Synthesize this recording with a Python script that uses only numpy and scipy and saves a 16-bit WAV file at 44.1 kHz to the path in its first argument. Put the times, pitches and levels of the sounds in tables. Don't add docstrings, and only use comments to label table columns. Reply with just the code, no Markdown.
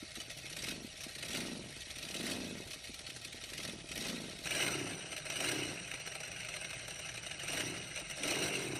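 import sys
import numpy as np
from scipy import signal
from scipy.io import wavfile
from scipy.ndimage import uniform_filter1d

SR = 44100
rng = np.random.default_rng(int(sys.argv[2]) if len(sys.argv) > 2 else 0)


def digitize_waveform(pressure):
    field = np.atleast_2d(pressure).T
    bounded = np.clip(field, -1, 1)
    quanta = np.round(bounded * 32767).astype(np.int16)
    wavfile.write(sys.argv[1], SR, quanta)


def attenuation_scalar(level_db):
    decades = np.asarray(level_db, float) / 20
    return 10 ** decades


N = 387638
T = np.arange(N) / SR
CHANGE_S = 4.445
IDLE = 11.7
SECOND_CYLINDER = .375


def revs():
    # opens_s, top_s, top_speed_hz (engine cycles per s)
    blips = [
        (.47, .72, 23.5),
        (1.15, 1.46, 32.),
        (1.93, 2.38, 35.),
        (3.5, 3.71, 24.5),
        (3.88, 4.13, 31.),
        (4.43, 4.72, 39.),
        (5.25, 5.56, 35.),
        (7.42, 7.63, 32.),
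        (8.14, 8.45, 56.5),
    ]
    sagged, first, recover_s = 8.5, 4.4, .3
    coast = 67.
    halfway = .42
    inertia_s = 0.06
    speed = np.interp(T, [0, recover_s], [first, IDLE])
    for opens, top_s, top in blips:
        now = np.interp(opens, T, speed)
        slow_s = top_s + (top - sagged) / coast
        times = [opens, (opens + top_s) / 2, top_s, slow_s, slow_s + recover_s]
        speeds = [now, now + halfway * (top - now), top, sagged, IDLE]
        speed = np.where(T < opens, speed, np.interp(T, times, speeds))
    return uniform_filter1d(speed, int(inertia_s * SR), mode="nearest")


def crank(speed):
    beats = [.365, .512, .63, .677, .718, .801, .844, 1.061, 1.293, 1.378, 1.48, 1.549, 1.637, 2.196, 2.368,
             2.467, 2.599, 2.757, 3.005, 3.164, 3.588, 3.684, 3.783, 3.966, 4.054, 4.198, 4.28, 4.389,
             4.556, 4.738, 4.796, 4.862, 4.989, 5.41, 5.574, 5.636, 5.711, 5.803, 5.863, 7.542, 7.649,
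             7.718, 7.801, 7.908, 8.243, 8.314, 8.362, 8.506, 8.593, 8.688, 8.749, 8.783]
    start_cycle = .864
    cycles = start_cycle + np.cumsum(speed) / SR
    at = np.add(beats, .003)
    there = np.interp(at, T, cycles)
    whole = np.round(there[0]) + np.cumsum(np.round(np.diff(there, prepend=there[0])))
    return cycles + np.interp(T, at, whole - there)


def loudness(speed, beside_db, near_db, speed_db, throttle_db, fade_s):
    # starts_s, widest_s, shuts_s, effort (0-1.5)
    grip = [
        (0.456, 0.734, 0.51, 0.68),
        (1.19, 1.383, 1.316, 0.99),
        (1.958, 2.338, 2.25, 1),
        (3.503, 3.63, 3.3, 0.48),
        (3.906, 4.068, 3.99, 1),
        (4.387, 4.598, 4.63, 1.18),
        (5.243, 5.45, 5.49, 0.98),
        (7.39, 7.55, 7.56, 0.77),
        (8.153, 8.305, 8.5, 0.98),
    ]
    swell = 1.28
    knee = 12.5
    throttle = 0
    for starts, widest, shuts, effort in grip:
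        opening = np.interp(T, [starts, widest, shuts, shuts + fade_s], [0, 1, 1, 0])
        throttle = throttle + effort * opening ** swell
    place_db = np.where(T < CHANGE_S, beside_db, near_db)
    return place_db + speed_db * np.tanh((speed - IDLE) / knee) + throttle_db * throttle


def firings(cycles):
    thuds = np.zeros(N)
    for offset, db in ((.06, -9), (SECOND_CYLINDER + .04, -6), (.51, -8), (2 * SECOND_CYLINDER, -12)):
        at = np.flatnonzero(np.diff(np.floor(cycles - offset))) - 5
        chance = rng.standard_normal((400, 2))[:len(at)]
        at = at + (8 * chance[:, 0]).astype(int)
        thuds[np.clip(at, 0, N - 1)] += attenuation_scalar(db + 1.6 * chance[:, 1])
    return levelled(thuds, span=0.6)


def roar(speed):
    gaining = uniform_filter1d(np.gradient(speed) * SR, SR // 20)
    return .1 + .22 / (1 + np.exp(-gaining / 25 - .3)) + .6 * np.exp(-speed / 10)


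def exhaust(cycles, thuds, share, speed):
    first = np.exp(-(cycles % 1) / 0.19)
    second = .5 * np.exp(-((cycles - SECOND_CYLINDER) % 1) / 0.036)
    gate = 0.49 + first + second
    soft = signal.lfilter(*signal.butter(2, 800, fs=SR), thuds)
    drive = (1 - share) * soft + 3.1 * share * evened(gate * rng.standard_normal(N))
    heard = yard(through_pipe(drive), -13, .06)
    level_db = loudness(speed, beside_db=-66.5, near_db=-65.5, speed_db=19.5, throttle_db=2, fade_s=2)
    return attenuation_scalar(level_db) * levelled(heard, span=0.98)


def through_pipe(drive):
    # pitch_hz, level_db (per Hz)
    pipe = [
        [(100, -22), (170, -3), (252, 1), (388, -3), (570, -4.5), (748, -14.5), (1010, -16), (1600, -10),
         (2080, -51), (3520, -120)],
        [(100, -32), (170, -10.5), (227, -10), (290, 4.5), (344, 4), (482, -2.5), (770, -7.5), (1040, -9.5),
         (1600, -9.5), (2080, -37), (3520, -120)],
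    ]
    # pitch_hz, width_hz, level_db (above the colour)
    pipe_rings = [
        [(201, 45, 2), (276, 79, 2.5), (321, 33, 2), (436, 46, -3)],
        [(311, 37, 2.5), (346, 22, -0.5), (410, 45, 2), (455, 57, -2.5)],
    ]
    return placed(drive, pipe, pipe_rings)


def pops(cycles, speed):
    # delay_s, share (of the direct pop)
    pop_echoes = [
        [(.002, -.35), (.0038, .3), (.0095, .3), (.0165, .3)],
        [(.0043, -.4), (.0062, .45), (.009, .15), (.016, .25)],
    ]
    half_width_s, lag_s, lead_s = .0005, .001, .003
    level_db = loudness(speed, beside_db=-40.5, near_db=-44.5, speed_db=10.5, throttle_db=0, fade_s=0.2)
    train = np.zeros(N)
    for offset, db, spread_db in ((0, 0, 1.5), (SECOND_CYLINDER, -7, 3)):
        at = np.flatnonzero(np.diff(np.floor(cycles - offset)))
        train[at] = attenuation_scalar(level_db[at] + db + spread_db * rng.standard_normal(400)[:len(at)])
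    t = np.arange(1200) / SR - lead_s
    heard = []
    for echoes in pop_echoes:
        shape = np.exp(-((t - lag_s) / half_width_s) ** 2) * 0
        for delay, share in [(0.00063, 0.91)] + echoes:
            v = (t - lag_s - delay) / half_width_s
            shape += share * (np.exp(-v ** 2) - .3 * np.exp(-(.3 * v) ** 2))
        heard.append(signal.oaconvolve(train, shape)[round(lead_s * SR):][:N])
    return np.where(T < CHANGE_S, *heard)


def catches():
    # time_s, peak_db
    heavy = [(0.025, -39), (0.172, -40), (0.845, -41), (1.064, -39.5), (2.759, -45), (2.894, -42),
             (3.002, -54), (5.135, -45), (5.937, -48), (6.109, -46), (8.015, -40)]
    s, peak_db = np.transpose(heavy)
    bark = np.zeros(N)
    for at, db in zip((s * SR).astype(int), peak_db):
        bark[at:at + 900] += attenuation_scalar(db - 1) * np.exp(-np.arange(900) / 300) * rng.standard_normal(900)
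    bark = signal.lfilter(*signal.butter(2, 600, fs=SR), bark)
    return through_pipe(bark)


def tones(cycles, speed):
    # order (multiple of the cycle rate), level_db
    orders = [(3, 0), (4, 0), (6, 0), (7, 0), (8, -8), (10, 4)]
    # pitch_hz, width_hz, level_db
    tone_bands = [(150, 80, 0), (370, 200, 0)]
    full_speed = 44.9
    swells = uniform_filter1d(rng.standard_normal((len(orders), N // 512 + 2)), size=9, axis=1)
    level_db = -52 + .5 * np.minimum(speed - full_speed, 0)
    smooth = uniform_filter1d(cycles, size=1600, mode="nearest")
    turning = np.gradient(smooth) * SR
    total = np.zeros(N)
    for (k, db), s in zip(orders, swells):
        swell_db = 5.6 * np.interp(T, np.arange(len(s)) * 512 / SR, s)
        tone = attenuation_scalar(level_db + db + swell_db) * np.sqrt(2) * np.cos(2 * np.pi * k * smooth)
        total += tone * sum(attenuation_scalar(band_db) / (1 + (2 * (k * turning - hz) / width) ** 2)
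                            for hz, width, band_db in tone_bands)
    return total


def rumble(cycles, thuds, share, speed):
    # pitch_hz, level_db (per Hz)
    boom_colour = [
        [(18, -29), (30, -7), (54, -0.5), (81, 0), (113, 2), (157, 5), (185, -6), (270, -32), (460, -120)],
        [(18, -72), (43, -25), (75, -26), (95, -7.5), (134, 2), (165, 2.5), (210, -11), (270, -27), (460, -120)],
    ]
    lag_s = 0.04
    throb = 1 + 0.03 * np.cos(4 * np.pi * cycles)
    drive = (1 - share) * thuds + 9.1 * share * throb * rng.standard_normal(N)
    drive += 0.13 * (1 - share) * np.cos(8 * np.pi * cycles)
    late_speed = np.interp(T - lag_s, T, speed)
    level_db = loudness(late_speed, beside_db=-61.5, near_db=-56, speed_db=7.5, throttle_db=-0.5, fade_s=28)
    boom = attenuation_scalar(level_db) * levelled(yard(placed(drive, boom_colour), -50.0, 0.75), span=0.27)
    low_band = signal.butter(3, (40, 85), "band", fs=SR, output="sos")
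    shudder = signal.sosfilt(low_band, rng.standard_normal(N))
    return boom + attenuation_scalar(-65.0) * evened(shudder)


def slams():
    # time_s, peak_db
    stumbles = [(0.152, -29.5), (0.2, -28), (0.298, -29.5), (0.37, -30), (0.452, -32.5), (1.004, -31),
                (1.033, -27.5), (1.081, -36), (0.964, -45), (1.108, -46), (1.702, -49), (1.761, -38),
                (1.804, -29.5), (1.9, -28.5), (2.704, -30.5), (2.731, -27.5), (2.839, -30.5), (2.869, -35),
                (2.671, -35), (4.386, -38), (4.436, -33),
                (4.454, -24.5), (4.524, -33), (4.586, -38), (4.661, -24), (4.705, -33), (4.737, -41),
               (4.86, -38), (4.895, -33), (5.058, -36), (5.116, -28), (5.162, -26), (5.252, -27.5),
               (5.63, -37), (5.694, -38), (7.8655, -49), (7.752, -38), (7.957, -24.5), (7.986, -28.5),
               (8.097, -26), (8.17, -28), (8.193, -32), (8.75, -30.5)]
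    # time_s, peak_db
    idle_clacks = [(2.941, -36.5), (2.9917, -33), (3.0132, -43), (3.065, -34.5), (3.099, -35), (3.162, -31),
                   (3.2475, -31.5), (3.327, -34), (3.3594, -39), (3.4112, -40), (3.4382, -31.5),
                   (5.8758, -37), (5.9136, -31), (5.939, -29), (5.9731, -37), (5.998, -33), (6.073, -28),
                 (6.1196, -37), (6.152, -28.5), (6.2035, -29.5), (6.2327, -31), (6.275, -36.5),
                 (6.315, -33.5), (6.362, -33), (6.4036, -33), (6.447, -34), (6.487, -29), (6.5394, -29.5),
                 (6.565, -27.5), (6.6123, -32.5), (6.645, -30.5), (6.705, -30), (6.731, -31), (6.792, -33),
                 (6.8795, -28.5), (6.907, -29.5), (6.959, -37), (6.992, -30), (7.048, -42), (7.058, -37),
                 (7.089, -33), (7.141, -34), (7.174, -32), (7.232, -37), (7.2637, -29), (7.311, -31),
                 (7.396, -30), (7.4334, -30)]
    # time_s, peak_db
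    runs = [
        [(0.4998, -32.5), (0.5277, -30.5), (0.5656, -26.5), (0.5886, -32), (0.6215, -32), (0.6395, -29),
         (0.6689, -31), (0.6854, -24.5), (0.7108, -28), (0.7612, -38)],
        [(1.1528, -28.5), (1.1832, -32), (1.2266, -25), (1.2501, -32), (1.2835, -29), (1.3034, -30),
         (1.3304, -31.5), (1.3473, -28), (1.3708, -30), (1.4042, -27)],
        [(1.9588, -32.5), (1.9857, -30), (2.0271, -27.5), (2.0501, -36), (2.0875, -30), (2.1089, -32),
         (2.1419, -27), (2.1633, -30), (2.1893, -34), (2.2047, -32), (2.2292, -34), (2.2651, -28), (2.299, -31),
         (2.3115, -25)],
        [(3.4893, -36), (3.5008, -31), (3.5327, -29), (3.5771, -28), (3.6001, -31), (3.6315, -27.5),
         (3.6494, -26), (3.6769, -30), (3.6938, -32)],
        [(3.8903, -44), (3.8903, -36), (3.9153, -25.5), (3.9562, -26.5), (3.9761, -26), (4.0066, -29),
         (4.0475, -34), (4.0834, -30), (4.0959, -28), (4.1602, -35)],
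    ]
    # time_s, peak_db
    runs_near = [
        [(4.5073, -20.5), (4.5482, -26), (4.6151, -36), (4.7887, -47)],
        [(5.3008, -22.5), (5.3232, -28), (5.3567, -26), (5.4021, -20.5), (5.44, -28), (5.4859, -25),
         (5.5148, -22), (5.5916, -49), (5.6021, -48)],
        [(7.4803, -27), (7.5022, -36), (7.5317, -26), (7.5726, -21), (7.605, -25)],
        [(8.2338, -20), (8.2523, -29), (8.2762, -23), (8.3076, -20.5), (8.4209, -28), (8.4373, -27),
         (8.581, -44), (8.6224, -31)],
    ]
    early_s = -.002
    idle = np.transpose(idle_clacks) + [[early_s], [3.5]]
    hard = np.transpose(sum(runs + runs_near, [])) + [[early_s], [1.5]]
    return np.hstack([bounced(np.transpose(stumbles)), idle, hard])


def bounced(blows):
    chance = rng.standard_normal((blows.shape[1], 2)).T
    delay_s = .011 + .002 * chance[0]
    change_db = np.where(blows[0] < CHANGE_S, -5., -1.5) + 0.59 * chance[1]
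    return np.hstack([blows, blows + [delay_s, change_db]])


def slam_envelope(blows, spread_db, rise, fall, quick_part):
    s, peak_db = blows
    chance = rng.standard_normal((len(s), 2))
    at = ((s + .0008 * chance[:, 0]) * SR).astype(int)
    hits = np.zeros(N)
    hits[np.clip(at, 0, N - 1)] = attenuation_scalar(peak_db + spread_db * chance[:, 1])
    t = np.arange(4000) / SR
    shape = (1 - np.exp(-(t / rise) ** 2)) * (np.exp(-t / fall) + quick_part * np.exp(-t / 0.0018))
    return abs(signal.oaconvolve(hits, shape)[:N])


def ticks(per_s, spread_db):
    size = attenuation_scalar(spread_db * np.minimum(rng.exponential(1, N), 4)) * rng.choice([-1., 1.], N)
    return evened(size * (rng.random(N) < per_s / SR))


def cracks(blows):
    tick = np.zeros(N)
    chance = rng.standard_normal((blows.shape[1], 2)).T
    at = ((blows[0] + .0028) * SR).astype(int)
    tick[np.clip(at, 0, N - 1)] = np.sign(chance[0]) * attenuation_scalar(blows[1] - 17 + 0.33 * chance[1])
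    return tick


def plate_by_plate(x, spread_db):
    z = signal.stft(x, SR, nperseg=512, noverlap=384)[2]
    patches = rng.standard_normal(z.shape)
    patches = evened(uniform_filter1d(uniform_filter1d(patches, size=2, axis=0), size=9, axis=1))
    rung = signal.istft(z * attenuation_scalar(spread_db * patches), SR, nperseg=512, noverlap=384)[1][:N]
    return evened(rung) * np.std(x)


def clutch(speed, blows):
    # low_hz, high_hz
    plate_bands = [(500, 1800), (1800, 3400), (3400, 5200), (5200, 7200), (7200, 9800), (9800, 17000)]
    # pitch_hz, level_db (per Hz)
    plates = [
        [(530, -48), (900, -36), (1000, -15.5), (1330, -8), (2370, 0), (3120, -1), (4090, 0.5), (5060, -5),
         (5830, -1.5), (7050, -11.5), (8620, -6.5), (10900, -10.5), (13000, -17), (16000, -22)],
        [(530, -22), (1030, -17), (1610, -2), (1800, -7), (2100, -2), (2870, -0.5), (3420, -11.5), (3900, -5.5),
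         (4880, -13.5), (5500, -11.5), (7050, -18.5), (8150, -14.5), (10000, -19), (16000, -25)],
    ]
    # pitch_hz, width_hz, level_db (above the colour)
    plate_rings = [
        [(1330, 50, 5), (1890, 50, 6), (2110, 40, 4), (2560, 40, 8), (2970, 60, 3), (3850, 90, 4),
         (4350, 80, 4), (5650, 40, 6), (8280, 60, 4)],
        [(1325, 50, 5), (2130, 60, 3), (2570, 40, 6), (2845, 70, 4), (2945, 60, 4), (3800, 50, 3),
         (4150, 50, 6), (5665, 60, 10), (5850, 160, 10), (6050, 160, 9), (7540, 60, 4), (8285, 70, 8),
         (8450, 150, 4), (8700, 250, 9), (8980, 300, 8), (11280, 70, 4)],
    ]
    jingle_db = loudness(speed, beside_db=-50, near_db=-46.5, speed_db=0.5, throttle_db=9.5, fade_s=0.3466)
    drive = np.zeros(N)
    clumps = evened(uniform_filter1d(uniform_filter1d(rng.standard_normal(N), 250), 250))
    for edges in plate_bands:
        flicker = evened(uniform_filter1d(uniform_filter1d(rng.standard_normal(N), 300), 300))
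        struck = attenuation_scalar(jingle_db - 2.0 + 0.25 * flicker + 1.45 * clumps)
        struck += attenuation_scalar(-9.5) * slam_envelope(blows, spread_db=1.3, rise=0.0029, fall=0.0058, quick_part=0.031)
        band = signal.butter(3, edges, "band", fs=SR, output="sos")
        drive += signal.sosfilt(band, struck * ticks(3500, 2.2))
    return placed(plate_by_plate(drive, spread_db=3.2) + cracks(blows), plates, plate_rings)


def knock(speed, blows):
    # pitch_hz, width_hz, level_db
    case = [(529, 26, 0), (613, 41, 10), (663, 53, 11.5), (774, 32, 3)]
    slam = slam_envelope(blows, spread_db=1.0, rise=0.0041, fall=0.0072, quick_part=0.048)
    slam = attenuation_scalar(np.where(T < CHANGE_S, -28, -19.5)) * slam
    rattle = attenuation_scalar(loudness(speed, beside_db=-64, near_db=-60.5, speed_db=2, throttle_db=10, fade_s=0.1))
    drive = (slam + rattle) * ticks(900, 2.15)
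    t = np.arange(3000) / SR
    modes = sum(attenuation_scalar(db) * np.exp(-np.pi * width * t) * np.sin(2 * np.pi * hz * t) for hz, width, db in case)
    return signal.oaconvolve(drive, modes / np.linalg.norm(modes))[:N]


def yard(x, wet_db, t60):
    at = np.arange(60, SR // 3, 20)
    taps = np.zeros(SR // 3 + 20)
    taps[at + rng.integers(0, 20, len(at))] = rng.choice([-1., 1.], len(at)) * attenuation_scalar(-60 * at / SR / t60)
    return x + attenuation_scalar(wet_db) * signal.oaconvolve(x, taps / np.linalg.norm(taps))[:N]


def placed(x, spectra, rings=((), ())):
    near = np.clip((T - CHANGE_S) / 0.013, 0, 1)
    return (1 - near) * colour(x, spectra[0], rings[0]) + near * colour(x, spectra[1], rings[1])


def colour(x, spectrum, rings=(), size=8192):
    hz = abs(np.fft.fftfreq(size, 1 / SR)) + 1
    f, level_db = np.transpose(spectrum)
    gain = attenuation_scalar(np.maximum(np.interp(np.log(hz), np.log(f), level_db), -100))
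    for ring_hz, width, db in rings:
        gain = gain * (1 + (attenuation_scalar(db) - 1) / (1 + (2 * (hz - ring_hz) / width) ** 2))
    taps = np.fft.ifft(np.exp(np.conj(signal.hilbert(np.log(gain))))).real[:size // 2]
    return signal.oaconvolve(x, taps / np.linalg.norm(taps))[:N]


def evened(x):
    return x / np.sqrt(np.mean(x ** 2) + 1e-20)


def levelled(x, span=.2):
    width = int(span * SR)
    power = uniform_filter1d(uniform_filter1d(x ** 2, width), width)
    return x / np.sqrt(abs(power) + 1e-12)


def scene():
    speed = revs()
    blows = slams()
    cycles = crank(speed)
    thuds, share = firings(cycles), roar(speed)
    engine = exhaust(cycles, thuds, share, speed) + pops(cycles, speed) + catches() + tones(cycles, speed)
    engine += rumble(cycles, thuds, share, speed)
    return (engine + clutch(speed, blows) + knock(speed, blows))[None]


def roll_off(x):
    return signal.sosfilt(signal.butter(12, 15630, fs=SR, output="sos"), x)


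def record(dry):
    # pitch_hz, level_db (per bin)
    weakest = [(8800, -110), (9600, -92), (11500, -90.5), (12500, -88.5), (13000, -85), (15280, -85.5),
               (15380, -40)]
    lead = 559
    hz, _, z = signal.stft(np.pad(dry[0], (lead, 0)), SR, "cosine", nperseg=2048)
    bands = (abs(z[:-1]) ** 2).reshape(64, 16, -1).mean(axis=1)
    band_db = 10 * np.log10(np.repeat(bands, 16, axis=0) + 1e-20)
    z[:-1] *= band_db > np.interp(hz[:-1], *np.transpose(weakest), left=-200)[:, None]
    kept = signal.istft(z, SR, "cosine", nperseg=2048)[1][lead:lead + N]
    return roll_off(kept[None])


dry = scene()
out = record(dry)
digitize_waveform(out)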